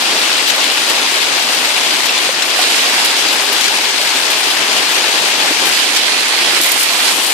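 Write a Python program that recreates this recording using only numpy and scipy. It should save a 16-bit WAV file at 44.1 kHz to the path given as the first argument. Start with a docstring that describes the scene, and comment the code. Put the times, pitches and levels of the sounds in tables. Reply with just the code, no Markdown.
"""Heavy hail and rain on a street, heard from under a porch through two microphones that turn.
From the start, thousands of stones a second crack on asphalt and drum on cars over a wash of rain,
while single stones shatter close by or knock on metal. Near 2.6 s the right side briefly opens to the
street and brightens. From about 3 to 5.5 s the clatter takes on a hollow tone. Then the left side turns
away, the right opens again, and from 6.5 s ice scatters on the left. The loudest cracks overload."""
import sys
import numpy as np
from scipy import signal
from scipy.fft import rfft, irfft, next_fast_len
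from scipy.io import wavfile
from scipy.ndimage import uniform_filter1d

SR = 44100
rng = np.random.default_rng(int(sys.argv[2]) if len(sys.argv) > 2 else 0)


def wav_out(sig):
    """Save sig, one row per channel (or a flat mono array), as 16-bit PCM at SR to the path in sys.argv[1]."""
    wavfile.write(sys.argv[1], SR, np.round(np.clip(np.atleast_2d(sig).T, -1, 1) * 32767).astype(np.int16))


N = 323253
TIME = np.arange(N) / SR
TREBLE_LIMIT_HZ = 14800
# how far the right microphone is open to the street: time_s, share (0-1)
RIGHT_OPENING = [(0, 0.22), (.9, 0.03), (2.535, 0), (2.57, 0.97), (3.09, 0.6), (3.3, 0), (5.7, 0.07),
                 (5.77, 1), (6.5, 0.55), (6.9, 0.7), (7.11, 0.95), (7.165, 0.1)]


def gain_of(db):
    """Turns decibels into a number to multiply by."""
    return 10 ** (np.asarray(db) / 20)


def unit_level(x):
    """Scales a signal to an average power of 1."""
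    return x / np.sqrt(np.mean(abs(x) ** 2) + 1e-20)


def at_pitch(table, hz, column=1):
    """Looks up a table by pitch, gliding between its rows."""
    columns = np.transpose(table)
    return np.interp(np.log(hz + 1), np.log(columns[0]), columns[column])


def at_time(table, t, column=1):
    """Looks up a table by time, gliding between its rows."""
    columns = np.transpose(table)
    return np.interp(t, columns[0], columns[column])


def band(hz, centre_hz, width=0.5):
    """A bell-shaped gain that favours pitches near the centre."""
    return np.exp(-np.log((hz + 1) / centre_hz) ** 2 / width)


def filtered(x, gain):
    """Turns each frequency up or down by gain(hz)."""
    size = next_fast_len(x.shape[-1], True)
    hz = np.fft.rfftfreq(size, 1 / SR)
    return irfft(rfft(x, size) * gain(hz), size)[..., :x.shape[-1]]


def wander(shape, steps):
    """A random curve that drifts over the given number of steps."""
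    return unit_level(uniform_filter1d(rng.standard_normal(shape), size=steps, axis=-1))


def add(mix, start_s, sound):
    """Adds a stereo sound to the mix."""
    part = mix[:, round(start_s * SR):][:, :sound.shape[1]]
    part += sound[:, :part.shape[1]]


def impacts(per_s, spread_db):
    """Start samples and sizes of random hits, many small and a few large."""
    chance = rng.random(N)
    starts = np.flatnonzero(chance < per_s / SR)
    strength = -np.log(chance[starts] * SR / per_s + 1e-9)
    return starts, gain_of(spread_db * np.minimum(strength, 4))


def shower(stones, per_s, spread_db):
    """Plays one of the stone sounds, picked by chance, at every hit."""
    out, pick = np.zeros((2, N)), rng.integers(0, len(stones), N)
    for start, size in zip(*impacts(per_s, spread_db)):
        add(out, start / SR, size * stones[pick[start]])
    return unit_level(out)


def far_rain():
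    """Countless distant drops blur into a hiss."""
    return rng.standard_normal((2, N))


def road(per_s=2800, crack_s=0.0013, echo=0.63, echo_s=0.0089, tone=0.28, ring_cycles=14):
    """Each stone on the asphalt gives a sharp crack, a short ring and a spray of echoes."""
    t, stones = np.arange(1200) / SR, []
    for hz in np.geomspace(1500, 9000, 90):
        fade = np.exp(-t / crack_s) + echo * np.exp(-t / echo_s)
        crack = rng.standard_normal((2, len(t))) * fade
        ring = np.sin(2 * np.pi * (hz * t + rng.random((2, 1)))) * np.exp(-t * hz / ring_cycles)
        stones.append(unit_level(crack) + tone * np.sqrt(hz / 4000) * unit_level(ring))
    return shower(stones, per_s, spread_db=3)


def car_panels(per_s=450, ring_cycles=5.9, count=80):
    """Stones hit roofs and bonnets; each patch of sheet metal rings for a few cycles."""
    t, hz = np.arange(3000) / SR, np.geomspace(250, 2200, count)[:, None, None]
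    tones = np.sin(2 * np.pi * (hz * t + rng.random((count, 2, 1))))
    return shower(hz * tones * np.exp(-t * hz / ring_cycles), per_s, spread_db=0)


def pellets(per_s=420, click_s=0.00055, bounce=0.61, count=70):
    """Hard pellets a few steps away give a dry click and bounce once."""
    t, stones = np.arange(2400) / SR, []
    pitches = np.geomspace(3000, 12000, count)  # small pellets are brighter
    gaps, pans = rng.uniform(.003, .025, count), rng.uniform(.15, 2.0, count)
    for hz, gap_s, pan in zip(pitches, gaps, pans):
        hits = np.exp(-t / click_s) + bounce * (t > gap_s) * np.exp(-abs(t - gap_s) / click_s)
        click = filtered(hits * rng.standard_normal(len(t)), lambda f: band(f, hz))
        stones.append(np.sqrt(hz) * np.outer([np.cos(pan), np.sin(pan)], unit_level(click)))
    return shower(stones, per_s, spread_db=2.5)


def microphone_pair(spectrum, hz, bass_share=0.73, bass_hz=1200, side_share=0.26, lag_s=15 / SR):
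    """Low sounds reach both microphones alike; clatter from the side reaches the left first."""
    left, right = spectrum
    side = side_share * band(hz, centre_hz=2700) * np.exp(-2j * np.pi * hz * lag_s)
    shared = bass_share / (1 + (hz / bass_hz) ** 4) + side
    shared = (shared / np.maximum(abs(shared), 1))[:, None]
    separate = np.sqrt(np.maximum(1 - abs(shared) ** 2, 0))
    return np.array([left, shared * left + separate * right])


def turning_db(hz, t, treble, bass_shade=0.43, turn_share=0.7):
    """Left and right level changes as the microphones turn."""
    # the left microphone turns away from the road: time_s, level_db
    left_shade = [(5.71, 0), (5.86, -2.5), (6.45, -2.5), (6.7, -5.5), (7, -2.5), (7.33, -0.5)]
    # what the right microphone gains when fully open: pitch_hz, level_db
    open_colour = [(90, -4), (300, 0.5), (900, -0.5), (1400, 2), (2300, 5), (3500, 3.5), (5500, 9),
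                   (10500, 10), (14000, 21)]
    shade_db = at_time(left_shade, t)
    left_db = (bass_shade * (1 - treble) + treble) * shade_db  # low sounds bend round obstacles
    right_db = at_pitch(open_colour, hz)[:, None] * at_time(RIGHT_OPENING, t)
    clatter = band(hz, centre_hz=2250, width=0.1)[:, None]
    right_db -= turn_share * clatter * shade_db  # as the left turns away, the right faces the road
    return np.array([left_db, right_db])


def flurries_db(hz, t, treble, patchy_db=0.78, flurry_db=0.35, drum_db=0.83, sizzle_db=1.5):
    """The downpour swells and eases; its highest sizzle flickers most."""
    # slow strength of the downpour: time_s, car_drumming_db, road_clatter_db
    strength = [(0, -0.5, -1.1), (.4, -0.5, -1.1), (1, -1.2, -1.36), (1.8, 0, -1.04), (2.48, -1.5, -3),
                (2.62, 1, -2), (3.25, -1, -1), (3.9, -2.5, -1.4), (4.8, 0, -0.9), (5.6, 0.5, -0.8),
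                (6, -1.5, -2.5), (6.55, 0.1, 0.4), (6.72, -2.5, -1.4), (7.02, .3, -1.2), (7.33, -1.5, -1.7)]
    patches = wander((len(hz), len(t)), steps=12)
    patches = unit_level(uniform_filter1d(patches, size=10, axis=0))  # nearby pitches move together
    flurries, drumming, sizzle = (wander(len(t), steps) for steps in (20, 36, 22))
    top = (hz ** 8 / (hz ** 8 + 11000 ** 8))[:, None]
    swell_db = (1 - treble) * (at_time(strength, t) + drum_db * drumming)
    swell_db += treble * at_time(strength, t, column=2)
    return swell_db + flurry_db * flurries + patchy_db * patches + sizzle_db * top * (sizzle + patches)


def unsteady_bass(sound, depth_db=6, below_hz=135):
    """The deepest rumble comes and goes a few times a second."""
    rumble = filtered(sound, lambda f: 1 / (1 + (f / below_hz) ** 8))
    swing = unit_level(uniform_filter1d(wander(N, steps=5000), size=1500))
    swell = unit_level(gain_of(depth_db * np.minimum(swing, 1)))
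    return sound + rumble * (swell - 1)


def downpour(level_db=-12.5, rain_db=-.5, panel_db=-15.5, pellet_db=-10, treble_hz=1400):
    """Rain and hail all along the street merge into one swelling clatter."""
    # tone of the street at the two microphones: pitch_hz, left_db, right_db
    street = [(20, -50, -78), (87.5, -48, -30.5), (164, -23.5, -18), (297, -10, -9), (590, -9.5, -7.5),
              (780, -7, -5), (1280, -7.5, -6.5), (1970, -2.5, -6), (2700, 0, -5.5), (3430, -1.5, -3.5),
              (4600, -1.5, -7), (5880, -6.5, -15.5), (8930, -10.5, -19), (11070, -16.5, -24.5),
              (15000, -22, -51)]
    sound = gain_of(rain_db) * far_rain() + road()
    sound += gain_of(panel_db) * car_panels() + gain_of(pellet_db) * pellets()
    hz, t, spectrum = signal.stft(sound, SR, nperseg=512, noverlap=384)
    power = uniform_filter1d((abs(spectrum) ** 2).mean((0, 2)), size=3)
    spectrum /= np.sqrt(power)[:, None]  # all pitches equally strong, ready for the street's tone
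    spectrum = microphone_pair(spectrum, hz)
    treble = (hz ** 4 / (hz ** 4 + treble_hz ** 4))[:, None]
    spectrum *= gain_of(flurries_db(hz, t, treble) + turning_db(hz, t, treble))
    sound = signal.istft(spectrum, nperseg=512, noverlap=384)[1][:, :N]
    sound = filtered(sound, lambda f: gain_of([at_pitch(street, f), at_pitch(street, f, column=2)]))
    return gain_of(level_db) * unit_level(unsteady_bass(sound))


def hollow_colour(per_s=120):
    """From about 3 to 5.5 s the clatter takes on a hollow tone near 400, 890 and 1650 Hz."""
    # the peaks of the hollow tone: pitch_hz, width_hz, level_db
    hollow_peaks = [(400, 43, -38), (890, 94, -33.5), (1654, 180, -33)]
    # how strong the hollow tone is: time_s, share (0-1)
    strength = [(2.8, 0.1), (3.4, 1), (5.0, 0.8), (5.8, 0.05), (6.2, 0.1)]
    t, out = np.arange(4000) / SR, np.zeros((2, N))
    for hz, width_hz, db in hollow_peaks:
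        ping = np.sin(2 * np.pi * hz * t) * np.exp(-np.pi * width_hz * t) * (1 - np.exp(-hz * t))
        out += gain_of(db) * shower([np.array([ping, ping])], per_s, spread_db=2)
    return out * at_time(strength, TIME)


def splinters(level_db=-36, per_s=22, chip_s=.002, shade_db=-10):
    """Now and then a chip of ice ticks sharply on the pavement close by."""
    t, chips = np.arange(900) / SR, []
    for hz in np.geomspace(8000, 14000, 24):
        burst = np.exp(-t / chip_s) * rng.standard_normal((2, len(t)))
        chips.append(unit_level(filtered(burst, lambda f: band(f, hz))))
    right_db = shade_db * (1 - at_time(RIGHT_OPENING, TIME))
    return shower(chips, per_s, spread_db=3) * gain_of(level_db + np.array([np.zeros(N), right_db]))


def scattering_ice(per_s=1600, chip_s=0.0027, right_db=-19):
    """Ice skips over the pavement in tiny bright ticks, mostly on the left."""
    # loudness of the ice: time_s, level_db
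    loudness = [(6.3, -57), (6.52, -26), (6.59, -20), (6.64, -18), (6.74, -19), (6.81, -15.5), (6.9, -21.5),
                (7.05, -19), (7.33, -16)]
    # tone of the ice: pitch_hz, level_db
    colour = [(100, -41), (3000, -31), (6500, -7), (8500, -0.5), (11000, -4.5), (14500, -11)]
    t, hits = np.arange(900) / SR, np.zeros(N)
    starts, sizes = impacts(per_s, spread_db=3)
    hits[starts] = sizes ** 2
    power = signal.oaconvolve(hits, np.exp(-2 * t / chip_s))[:N]  # each hit dies away
    ticks = np.sqrt(abs(power)) * rng.standard_normal((2, N))
    ticks = filtered(ticks, lambda f: gain_of(at_pitch(colour, f)))
    return unit_level(ticks) * gain_of(at_time(loudness, TIME)) * gain_of([[0], [right_db]])


def knocks(overtone=0.45, cycles_at_1khz=5.8):
    """A big stone makes a car panel ring briefly; small stiff panels ring for more cycles."""
    # big stones on panels: start_s, pitch_hz, level_db
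    big_stones = [(.5, 3040, -10), (2.093, 2680, -6), (2.179, 3560, -8), (2.29, 536, -10), (2.59, 735, -7),
                  (2.624, 805, -14), (3.252, 317, -19), (5.04, 890, -14), (5.508, 307, -10),
                  (5.512, 515, -14), (5.678, 785, -13), (6.082, 1590, -13), (6.377, 2140, -10),
                  (6.531, 366, -15), (6.6, 335, -13), (6.66, 2010, -12)]
    t, out = np.arange(4000) / SR, np.zeros((2, N))
    for start_s, hz, db in big_stones:
        cycles = hz * t
        ring_cycles = cycles_at_1khz * (hz / 1000) ** 0.99
        ring = np.sin(2 * np.pi * cycles) + overtone * np.sin(4 * np.pi * cycles)
        knock = gain_of(db) * ring * np.exp(-cycles / ring_cycles) * (1 - np.exp(-2 * cycles))
        add(out, start_s, np.array([knock, knock]))
    return out


def near_stones(crack_s=0.0013, rise_s=0.00077, body_hz=3300, fizz_hz=10000, shade_db=-9):
    """A close stone cracks, then its chips settle in clumps; brighter stones splinter more."""
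    # shattering stones: start_s, level_db, left_minus_right_db, settle_s, brightness (0-1)
    shatters = [(.476, -9.5, 6, 0.059, 0.2), (.499, -8, 9, 0.023, 0), (.559, -17, 5, .02, .9),
                (.891, -11, 6, .05, .3), (1.216, -23, 9, .04, .8), (2.056, -12.5, 13, 0.029, 0.2),
                (2.422, -8, 11, 0.025, 0.01), (2.616, -14, 2, .02, .5), (2.763, -18, 8, .2, .03),
                (3.047, -10, 0, 0.029, 0.8), (3.059, -15, 7, .033, .8), (3.528, -18, 14, .03, .7),
                (3.605, -17, 14, .15, 0.07), (3.641, -10, 9, 0.072, 0), (3.68, -7.5, 8, 0.022, 0),
                (4.302, -14, 8, .06, 0.5), (5.652, -14.5, 8, .2, 0.4), (5.962, -6.5, 2, 0.049, .04),
                (6.613, -15, 14, .04, .9), (6.632, -16.5, 16, 0.065, 0.8), (6.656, -18, 21, .035, .92),
                (6.692, -15, 17, 0.015, .95), (6.717, -10, 14, 0.018, .97), (6.796, -17, 16, 0.055, .85),
                (6.829, -18, 18, .035, 0.9)]
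    t, out = np.arange(8192) / SR, np.zeros((2, N))
    for start_s, db, pan_db, settle_s, brightness in shatters:
        body, fizz = rng.standard_normal((2, 2, len(t)))
        body = unit_level(filtered(body, lambda f: band(f, body_hz, width=0.78)))
        fizz = unit_level(filtered(fizz, lambda f: band(f, fizz_hz, width=1.2) * (f < TREBLE_LIMIT_HZ)))
        # when shaded, the right microphone misses some of the highest sounds
        fizz[1] *= gain_of(shade_db * (1 - at_time(RIGHT_OPENING, start_s)))
        clumps = unit_level(uniform_filter1d(rng.exponential(1, len(t)) ** 4, size=60))
        chips = np.sqrt(abs(clumps)) * gain_of(-25 * t / settle_s)
        loudness = (np.exp(-t / crack_s) + chips) * (1 - np.exp(-t / rise_s))
        stone = loudness * (np.sqrt(1 - brightness) * body + np.sqrt(brightness) * fizz)
        add(out, start_s, stone * gain_of(db + np.array([[pan_db], [-pan_db]]) / 2))
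    return out


def scene():
    """The whole street."""
    return downpour() + hollow_colour() + scattering_ice() + splinters() + near_stones() + knocks()


def record(dry, ceiling=0.98):
    """Overload flattens the tallest peaks; then the highest treble is cut."""
    clipped = np.clip(dry, -ceiling, ceiling)
    treble_cut = signal.firwin(511, TREBLE_LIMIT_HZ, window=("kaiser", 8), fs=SR)
    return signal.oaconvolve(clipped, treble_cut[None], "same")


dry = scene()
out = record(dry)
wav_out(out)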